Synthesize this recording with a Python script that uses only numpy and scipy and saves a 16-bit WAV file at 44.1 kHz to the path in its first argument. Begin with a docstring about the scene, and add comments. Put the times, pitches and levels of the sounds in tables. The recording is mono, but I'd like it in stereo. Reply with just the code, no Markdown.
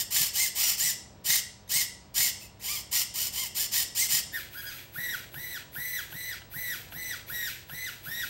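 """Model car servos on a table

Two hobby servos swing back and forth in a small room, close to a phone. First the throttle servo
rattles through quick strokes, snapping its linkage; then the quieter steering servo whines as it turns
the wheels. Each motor drives a ten-tooth pinion: the mesh sings, loose teeth clatter in the case.
The steering brushes ring the motor can, and the chassis thuds on its tyres over a low room hum."""
import sys
import numpy as np
from scipy import signal
from scipy.fft import rfft, irfft, next_fast_len
from scipy.io import wavfile
from scipy.ndimage import uniform_filter1d

SR = 44100
rng = np.random.default_rng(int(sys.argv[2]) if len(sys.argv) > 2 else 0)


def pcm_store(signal):
    """Save signal as 16-bit PCM."""
    levels = np.round(np.clip(np.atleast_2d(signal), -1, 1) * 32767)
    wavfile.write(sys.argv[1], SR, levels.astype(np.int16).T)


N = 365809
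T = np.arange(N) / SR
FFT_SIZE = next_fast_len(N, real=True)
FREQS = np.fft.rfftfreq(FFT_SIZE, 1 / SR)
PINION_TEETH, CRAWL_HZ = 10, 417  # the steering's tooth rate idles at the crawl
HANDOVER_S = 4.318  # the listener moves from the throttle servo to the steering servo

# steering swings: start_s, brake_s, rest_s, early_tooth_hz, late_tooth_hz, whine_db, gears_db, brush_db
SWINGS = [(4.26, 4.347, 4.49, 1892, 1884, -36.5, -41.5, -40),
          (4.494, 4.593, 4.61, 1670, 1678, -43.5, -44.5, -44.5),
          (4.577, 4.678, 4.8, 1678, 1672, -46, -42.5, -44.5),
          (4.665, 4.754, 4.92, 1394, 1391, -56, -47.5, -45),
          (4.914, 5.11, 5.293, 2015, 1896, -37.5, -41.5, -40.5),
          (5.305, 5.53, 5.63, 1950, 1985, -41.5, -43.5, -44),
          (5.712, 5.96, 6.11, 1990, 1959, -37.5, -42.5, -40.5),
          (6.08, 6.296, 6.39, 1978, 2004, -41, -42.5, -43),
          (6.494, 6.703, 6.9, 2031, 1963, -38, -41.5, -40.5),
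          (6.891, 7.1, 7.23, 1997, 2000, -41, -42.5, -42.5),
          (7.255, 7.45, 7.64, 2041, 1856, -38, -39, -40.5),
          (7.661, 7.847, 8.06, 1996, 2009, -41, -42.5, -45),
          (8.013, 8.203, 8.47, 1758, 1905, -39, -40, -42)]


def undb(db):
    """Decibels to gain."""
    return np.exp(np.asarray(db) * (np.log(10) / 20))


def unit(x):
    """Scale to rms 1."""
    return x / np.sqrt(np.mean(x ** 2) + 1e-18)


def on_log(hz, points):
    """Read (Hz, value) points on a log-frequency axis."""
    freqs, values = np.transpose(points)
    return np.interp(np.log(hz + 1), np.log(freqs), values)


def colour(x, points):
    """EQ with a curve of (Hz, dB) points."""
    size = next_fast_len(x.shape[-1], real=True)
    gain = undb(on_log(np.fft.rfftfreq(size, 1 / SR), points))
    return irfft(rfft(x, size) * gain, size)[..., :x.shape[-1]]


def resonate(x, modes):
    """Ring through (Hz, width Hz, dB) modes."""
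    response = sum(undb(db) * FREQS * width / (FREQS * width + 1j * (FREQS ** 2 - hz ** 2))
                   for hz, width, db in modes)
    return irfft(rfft(x, FFT_SIZE) * response, FFT_SIZE)[:N]


def drift(rate_hz):
    """Smooth random motion of rms 1, changing about rate_hz times a second."""
    hold = max(int(SR / rate_hz), 1)
    steps = np.repeat(rng.standard_normal(N // hold + 1), hold)
    return unit(uniform_filter1d(steps, hold)[:N])


def fade(t, t60):
    """Exponential decay, 60 dB down after t60 seconds."""
    return np.exp(-np.log(1000) * t / t60)


def clicks(times, sizes):
    """Band-limited clicks at exact times."""
    at = np.asarray(times)[:, None] * SR
    taps = at.astype(int) + np.arange(-5, 7)
    shape = np.sinc(taps - at) * np.cos(np.pi * (taps - at) / 12) ** 2
    return np.bincount(np.clip(taps, 0, N - 1).ravel(), (shape * sizes[:, None]).ravel(), N)


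def strike(events, ring):
    """Trigger a ring at each (s, dB) row."""
    times, db = np.transpose(events)
    return signal.fftconvolve(clicks(times, undb(db)), ring / np.abs(ring).max())[:N]


def gear_whine(teeth, partials, wobble_rad, flutter_db):
    """Mesh tone from the running tooth count; the off-centre pinion bends it once a turn."""
    phase = 2 * np.pi * teeth + wobble_rad * np.sin(2 * np.pi * teeth / PINION_TEETH + drift(15))
    return unit(sum(undb(db + flutter_db * drift(130)) * np.sin(k * phase) for k, db in partials))


def gear_clatter(teeth, scatter_db, slop, wear_db, scrape):
    """Each tooth lands early or late (by slop tooth gaps) with its own force, then scrapes along."""
    tooth = np.arange(int(teeth[-1]))
    timing, force = rng.standard_normal((N // 20, 2))[tooth].T
    wear = rng.standard_normal(PINION_TEETH)[tooth % PINION_TEETH]
    late = timing * np.interp(tooth, teeth, np.broadcast_to(slop, N))
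    hits = clicks(np.interp(tooth + late, teeth, T), undb(scatter_db * force + wear_db * wear))
    friction = rng.standard_normal(N) * np.exp(-2 * (teeth % 1))
    return unit(unit(hits) + scrape * unit(friction))


def throttle_servo():
    """Each stroke speeds up and brakes in an arch; the loaded gears chatter and ring the case."""
    # motor strokes: start_s, end_s, top_tooth_hz, level_db, whine_db (on top of level_db)
    strokes = [(-.1, 0.043, 2128, -25, -17), (.104, .302, 1786, -23.5, -27), (.333, .5, 2136, -24.5, -7),
               (.549, .76, 1451, -22.8, -17), (.768, .945, 2018, -25.5, -6.5),
               (1.241, 1.416, 2124, -23.5, -16), (1.689, 1.862, 2176, -25, -9.5),
               (2.142, 2.316, 2202, -23, -22), (2.387, 2.487, 698, -43.5, -14.5),
               (2.594, 2.66, 699, -38.5, -14.5), (2.631, 2.821, 1201, -28.5, -10),
               (2.912, 3.049, 1447, -22.5, -15), (3.138, 3.301, 1498, -26.5, -19),
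               (3.32, 3.491, 1076, -29, -11.5), (3.546, 3.678, 1754, -25, -22),
               (3.712, 3.853, 1895, -23, -23), (3.948, 4.084, 2086, -25.5, -5),
               (4.084, 4.215, 1886, -22, -23)]
    # how the case radiates the clatter: freq_hz, gain_db
    case_eq = [(300, -22), (700, -15.5), (1200, -7.5), (1600, -11), (2000, -0.5), (2700, -3), (3300, 0),
               (3900, -2), (4500, 1), (5400, 5.5), (6700, -4), (7600, 0.5), (8900, 0), (9600, 4.5),
               (10400, -5), (11900, -2), (13200, -2), (14100, -2.5), (15300, 0)]
    # resonances of case and deck: pitch_hz, width_hz, gain_db
    case_modes = [(1990, 205, 2), (2906, 200, 4), (3288, 45, -14), (4400, 140, -7), (5000, 53, -14),
                  (5270, 190, -2.5), (5450, 39.3, -13), (6370, 50, -2), (6280, 54, 3), (7144, 180, 8),
                  (7340, 46, -6), (9100, 46, 5), (8860, 70, -13.5), (11920, 720, 6.5), (14260, 96, 14)]
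    # mesh partials: tooth_rate_multiple, level_db
    partials = [(1, -8.5), (2, -8), (3, -3), (4, 3)]
    # how the deck radiates the mesh tone: freq_hz, gain_db
    deck_eq = [(700, -15), (1150, 1), (1500, 1), (2100, 9.5), (3200, 7.5), (4200, -20), (5400, 6),
               (6300, 4.5), (9000, -2)]
    onset_db, attack_s, stop_db, release_s = 15, .016, 21.5, .014  # load dips at both ends of a stroke
    ease_db = 3  # and eases along the way
    tooth_hz, whine_gain, load = np.full(N, 300.), np.zeros(N), np.zeros(N)
    for start, end, top_hz, level_db, whine_db in strokes:
        on = (T > start) & (T < end)
        progress = (T[on] - start) / (end - start)
        tooth_hz[on] = top_hz * (1 - .5 * (2 * progress - 1) ** 2)
        whine_gain[on] = undb(whine_db) * np.sin(np.pi * progress) ** 2
        attack_db = onset_db * np.exp((start - T[on]) / attack_s)
        release_db = stop_db * np.exp((T[on] - end) / release_s)
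        load[on] += undb(level_db - attack_db - release_db - ease_db * progress)
    load = uniform_filter1d(load, size=330)  # the rotor takes a moment to start
    teeth = np.cumsum(tooth_hz * (1 + .009 * drift(150))) / SR
    slop = np.clip(.02 + 1.4 * load, 0, .2)  # teeth keep time under light load, rattle when pushed
    hits = gear_clatter(teeth, scatter_db=4, slop=slop, wear_db=2, scrape=.82)
    gears = colour(hits * undb(.79 * drift(70) + drift(900)), case_eq)
    case = unit(unit(gears) + undb(-3.5) * unit(resonate(gears, case_modes)))
    mesh = whine_gain * colour(gear_whine(teeth, partials, wobble_rad=.3, flutter_db=3.5), deck_eq)
    return load * (undb(.05) * case + undb(4.5) * mesh)


def room_tone():
    """Rumble and faint hiss, with a wavering hum and thin whistle that depend on the listening spot."""
    # rumble spectrum: freq_hz, gain_db
    rumble_eq = [(20, -44), (32, -17), (48, 3), (65, 1.5), (125, -3), (230, -5.5), (420, -8.5), (700, -9),
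                 (1200, -18.5), (2200, -32), (5000, -60)]
    # hum lines: pitch_hz, by_throttle_db, by_steering_db
    hum_lines = [(68.5, -66.5, -67), (100.7, -60.5, -60.5), (132.8, -64.5, -62), (195, -63, -90),
                 (352, -101, -69), (957, -70, -71)]
    mid, side = colour(rng.standard_normal((2, N)), rumble_eq)
    side = colour(side, [(40, -17), (130, -9), (300, -2.5), (700, .5)])
    rumble = unit(mid + side * np.array([[1], [-1]])) * undb(-54.5 + drift(6.2))
    by_throttle = T < HANDOVER_S
    hum = np.zeros(N)
    for hz, throttle_db, steering_db in hum_lines:
        line = unit(np.sin(2 * np.pi * hz * T + 1.85 * drift(16)))
        hum += undb(np.where(by_throttle, throttle_db, steering_db)) * line
    whistle = undb(np.where(by_throttle, -70, -60)) * unit(np.sin(2 * np.pi * 15750 * T))
    hiss_eq = [(150, -7), (600, 9), (1000, 7), (4000, 3.5), (15000, -31)]
    hiss = undb(-61) * unit(colour(rng.standard_normal((2, N)), hiss_eq))
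    return rumble + hum + whistle + hiss


def linkage_snaps():
    """The throttle linkage snaps with a short, bright ring."""
    # snaps: start_s, level_db
    snaps = [(0.163, -14.5), (1.2131, -61), (1.277, -26), (1.302, -11), (1.3329, -15), (1.3563, -16),
             (1.677, -41), (1.7404, -20), (1.812, -19), (2.1789, -23), (2.2058, -15.5), (2.2393, -31),
             (2.5965, -44), (2.622, -37.5), (2.9604, -22), (3.7618, -20)]
    # linkage resonances: pitch_hz, t60_s, level_db
    modes = [(1950, 0.069, 6), (2023, 0.046, -1), (3730, .02, 7), (5080, .02, -5), (6320, 0.048, 3),
             (8830, 0.013, 1), (11520, 0.0061, 15.5)]
    t = T[:SR // 4]
    ring = sum(undb(db) * np.sin(2 * np.pi * hz * t) * fade(t, t60) for hz, t60, db in modes)
    attack = np.clip(t / .00057, 0, 1)
    return undb(4) * strike(snaps, ring * attack)


def chassis_knocks():
    """On some strokes and each long swing the chassis rocks on its tyres and thuds into the table."""
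    # low thuds during or just after some throttle strokes: start_s, level_db
    knocks = [(0.2, -38), (0.839, -43.5), (1.286, -40), (1.75, -40.5), (2.189, -42), (4.129, -41),
              (4.258, -45)]
    # how the chassis radiates: freq_hz, gain_db
    chassis_eq = [(40, -29), (120, 3), (240, 1.5), (350, -18.5), (900, -11), (2000, -27), (6000, -67)]
    kick_lag_s, kick_db, long_swing_s = .06, -41, .15
    kicks = [(start + kick_lag_s, kick_db) for start, brake, *_ in SWINGS
             if brake - start > long_swing_s]
    t = T[:SR // 4]
    burst = rng.standard_normal(len(t)) * fade(t, t60=.17) * np.clip(t / .011, 0, 1)
    return undb(2.5) * strike(knocks + kicks, colour(burst, chassis_eq))


def steering_swing(t, start, brake, rest, early_hz, late_hz, whine_db, gears_db, brush_db):
    """Tooth rate and layer gains for one swing: load grows as the wheels turn, until the motor brakes."""
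    run_up_s, braking_s, current_rise_s = .046, .067, .048
    whine_swell_db, gear_swell_db, gear_fall_db_per_s, current_drop_db = 6.5, 9.5, 82, 21
    running, braking = t - start, np.maximum(t - brake, 0)
    turned = np.minimum(running / (brake - start), 1)
    drive = (1 - np.exp(-(running / run_up_s) ** 2)) * np.exp(-(braking / braking_s) ** 2)
    cruise_hz = early_hz + (late_hz - early_hz) * turned
    tooth_hz = CRAWL_HZ + (cruise_hz - CRAWL_HZ) * drive
    current = np.minimum(running / current_rise_s, 1)
    whine_gain = undb(whine_db - whine_swell_db * (1 - turned)) * np.sqrt(drive)
    gear_fall_db = gear_fall_db_per_s * braking * (1 - drive)
    gear_gain = current * undb(gears_db - gear_swell_db * (1 - turned) - gear_fall_db)
    brush_gain = current * undb(brush_db - current_drop_db * (braking / (rest - brake)) ** 1.76)
    return tooth_hz, whine_gain, gear_gain, brush_gain


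def steering_servo():
    """The motor runs up, holds and brakes for each swing: mesh whine, gear rattle and brush buzz."""
    # mesh overtones: tooth_rate_multiple, level_db
    partials = [(2, 3), (3, 0), (4, -0.5), (5, -11), (6, -20)]
    # how the case radiates the rattle: freq_hz, gain_db
    case_eq = [(300, -5.5), (900, -27), (1600, 7.5), (2800, 6), (4400, 2), (5300, -5), (7000, -1),
               (8500, -2), (10200, -13), (12000, -6), (16000, -5)]
    controls = np.zeros((4, N))
    for start, brake, rest, *settings in SWINGS:
        on = (T > start) & (T < rest)
        swing = steering_swing(T[on], start, brake, rest, *settings)
        controls[:, on] = np.maximum(controls[:, on], swing)
    tooth_hz = np.maximum(controls[0], CRAWL_HZ) * (1 + .007 * drift(30))
    fade_in = np.clip((T - HANDOVER_S) / .028, 0, 1)
    whine_gain, gear_gain, brush_gain = controls[1:] * fade_in
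    teeth = np.cumsum(tooth_hz * (1 + .004 * drift(200))) / SR
    # the mesh only sings at speed; slower, its teeth rattle
    singing = np.clip((tooth_hz - 1130) / 420, 0, 1)
    mesh = whine_gain * gear_whine(teeth, [(1, 0)], wobble_rad=.5, flutter_db=2.5)
    # the teeth seat just after the run-up, and the overtones bloom
    seated = np.clip((np.interp(T - .025, T, tooth_hz) - 1000) / 850, .15, 1)
    overtones = gear_gain * seated * gear_whine(teeth, partials, wobble_rad=.36, flutter_db=3.5)
    hits = gear_clatter(teeth, scatter_db=3.5, slop=.05, wear_db=2.5, scrape=.6)
    rattle = gear_gain * (1 - .59 * singing) * unit(colour(hits, case_eq))
    buzz = brush_gain * motor_brushes(teeth / PINION_TEETH, spark=.35)
    return singing * (undb(2) * mesh + undb(.5) * overtones) + undb(2.5) * rattle + undb(2) * buzz


def motor_brushes(turns, spark):
    """Six commutator contacts a turn ring the can; each swing tips the brushes into a new pattern."""
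    # how the motor can radiates: freq_hz, gain_db
    can_eq = [(2000, -30.5), (7000, -21.5), (9200, -12.5), (10400, -12.5), (11300, -2), (12200, 0),
              (13000, -2.5), (14000, -3.5), (14800, -13), (15600, -1.5)]
    count = np.arange(int(turns[-1] * 6))
    contact, turn = count % 6, count / 6
    swing = np.searchsorted([start for start, *_ in SWINGS], np.interp(turn, turns, T))
    offset, force = rng.standard_normal((2, len(SWINGS) + 1, 6))[:, swing, contact]
    # one way every second contact is strong, the other way every third
    strong = np.where(swing % 2, contact % 2 == 0, contact % 3 == 0)
    contacts = clicks(np.interp(turn + .0012 * offset, turns, T), undb(16 * strong + 1.5 * force))
    return unit(colour(unit(contacts) + spark * rng.standard_normal(N), can_eq))


def slack_ticks():
    """The steering gears take up their slack with dry ticks."""
    # ticks: start_s, level_db
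    ticks = [(5.3428, -34), (5.6238, -41), (5.7534, -37.5), (6.125, -34), (6.4193, -39.5), (6.9227, -34.5),
             (7.6969, -33.5)]
    # tick spectrum: freq_hz, gain_db
    tick_eq = [(500, 2), (2000, 6), (3800, 4), (6000, -13), (12000, -5.5)]
    t = T[:SR // 4]
    burst = rng.standard_normal(len(t)) * fade(t, t60=.012)
    return undb(8) * strike(ticks, colour(burst, tick_eq))


def room(x, early_db, tail_db, right_lag_samples):
    """Direct sound, reaching the left first; early scatter off car and table; then the room's tail."""
    # room decay: freq_hz, t60_s
    decay = [(250, 0.31), (2000, 0.44), (5000, 0.5), (8000, 0.46), (12000, 0.23), (16000, 0.21)]
    t = T[:int(.7 * SR)]
    hz, frame_s, spectrum = signal.stft(rng.standard_normal((2, len(t))), SR)
    _, tail = signal.istft(spectrum * fade(frame_s, on_log(hz, decay)[:, None]), SR)
    tail = tail[:, :len(t)] * np.clip(t / .028, 0, 1)
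    early = rng.standard_normal((2, len(t))) * fade(t, t60=.039)
    response = (undb(early_db) * unit(early) + undb(tail_db) * unit(tail)) / np.sqrt(len(t))
    response[0, 0] += 1
    response[1, right_lag_samples] += 1
    return signal.fftconvolve(x[None], unit(response) / np.sqrt(len(t)), axes=1)[:, :N]


def scene():
    """Both servos in the room, their mid treble leaning left, over chassis thuds and room tone."""
    # stereo tilt of the servos: freq_hz, left_minus_right_db
    tilt = [(700, 2.5), (2000, -1.5), (3400, 4.5), (4500, 5), (5800, 7.5), (7300, 3), (9500, -3)]
    steering_left_db = 1.5  # the steering servo stands a little to the left
    throttle = room(throttle_servo() + linkage_snaps(), early_db=2.5, tail_db=-7.5, right_lag_samples=5)
    ticks = room(slack_ticks(), early_db=2.5, tail_db=-7.5, right_lag_samples=5)
    steering = room(steering_servo(), early_db=-1, tail_db=-6, right_lag_samples=2)
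    left, right = throttle + ticks + steering * undb(steering_left_db * np.array([[.5], [-.5]]))
    left = colour(left, [(hz, db / 2) for hz, db in tilt])
    right = colour(right, [(hz, -db / 2) for hz, db in tilt])
    return undb(1.5) * np.array([left, right]) + chassis_knocks() + room_tone()


def record(dry):
    """The phone's two spaced ports hear the treble alike but out of step; the very top is cut."""
    alike_above_hz, port_lag_s, in_step_hz, top_hz = 8300, .000274, 12060, 15700
    left, right = rfft(dry, FFT_SIZE)
    share = np.clip((FREQS - alike_above_hz) / 1000 + .5, 0, 1)
    phase_lead = np.exp(2j * np.pi * (FREQS - in_step_hz) * port_lag_s)
    right = np.sqrt(1 - share) * right + np.sqrt(share) * left * phase_lead
    heard = irfft(np.array([left, right]), FFT_SIZE)[:, :N]
    return signal.sosfilt(signal.ellip(10, .2, 80, top_hz, fs=SR, output="sos"), heard)


dry = scene()
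out = record(dry)
pcm_store(out)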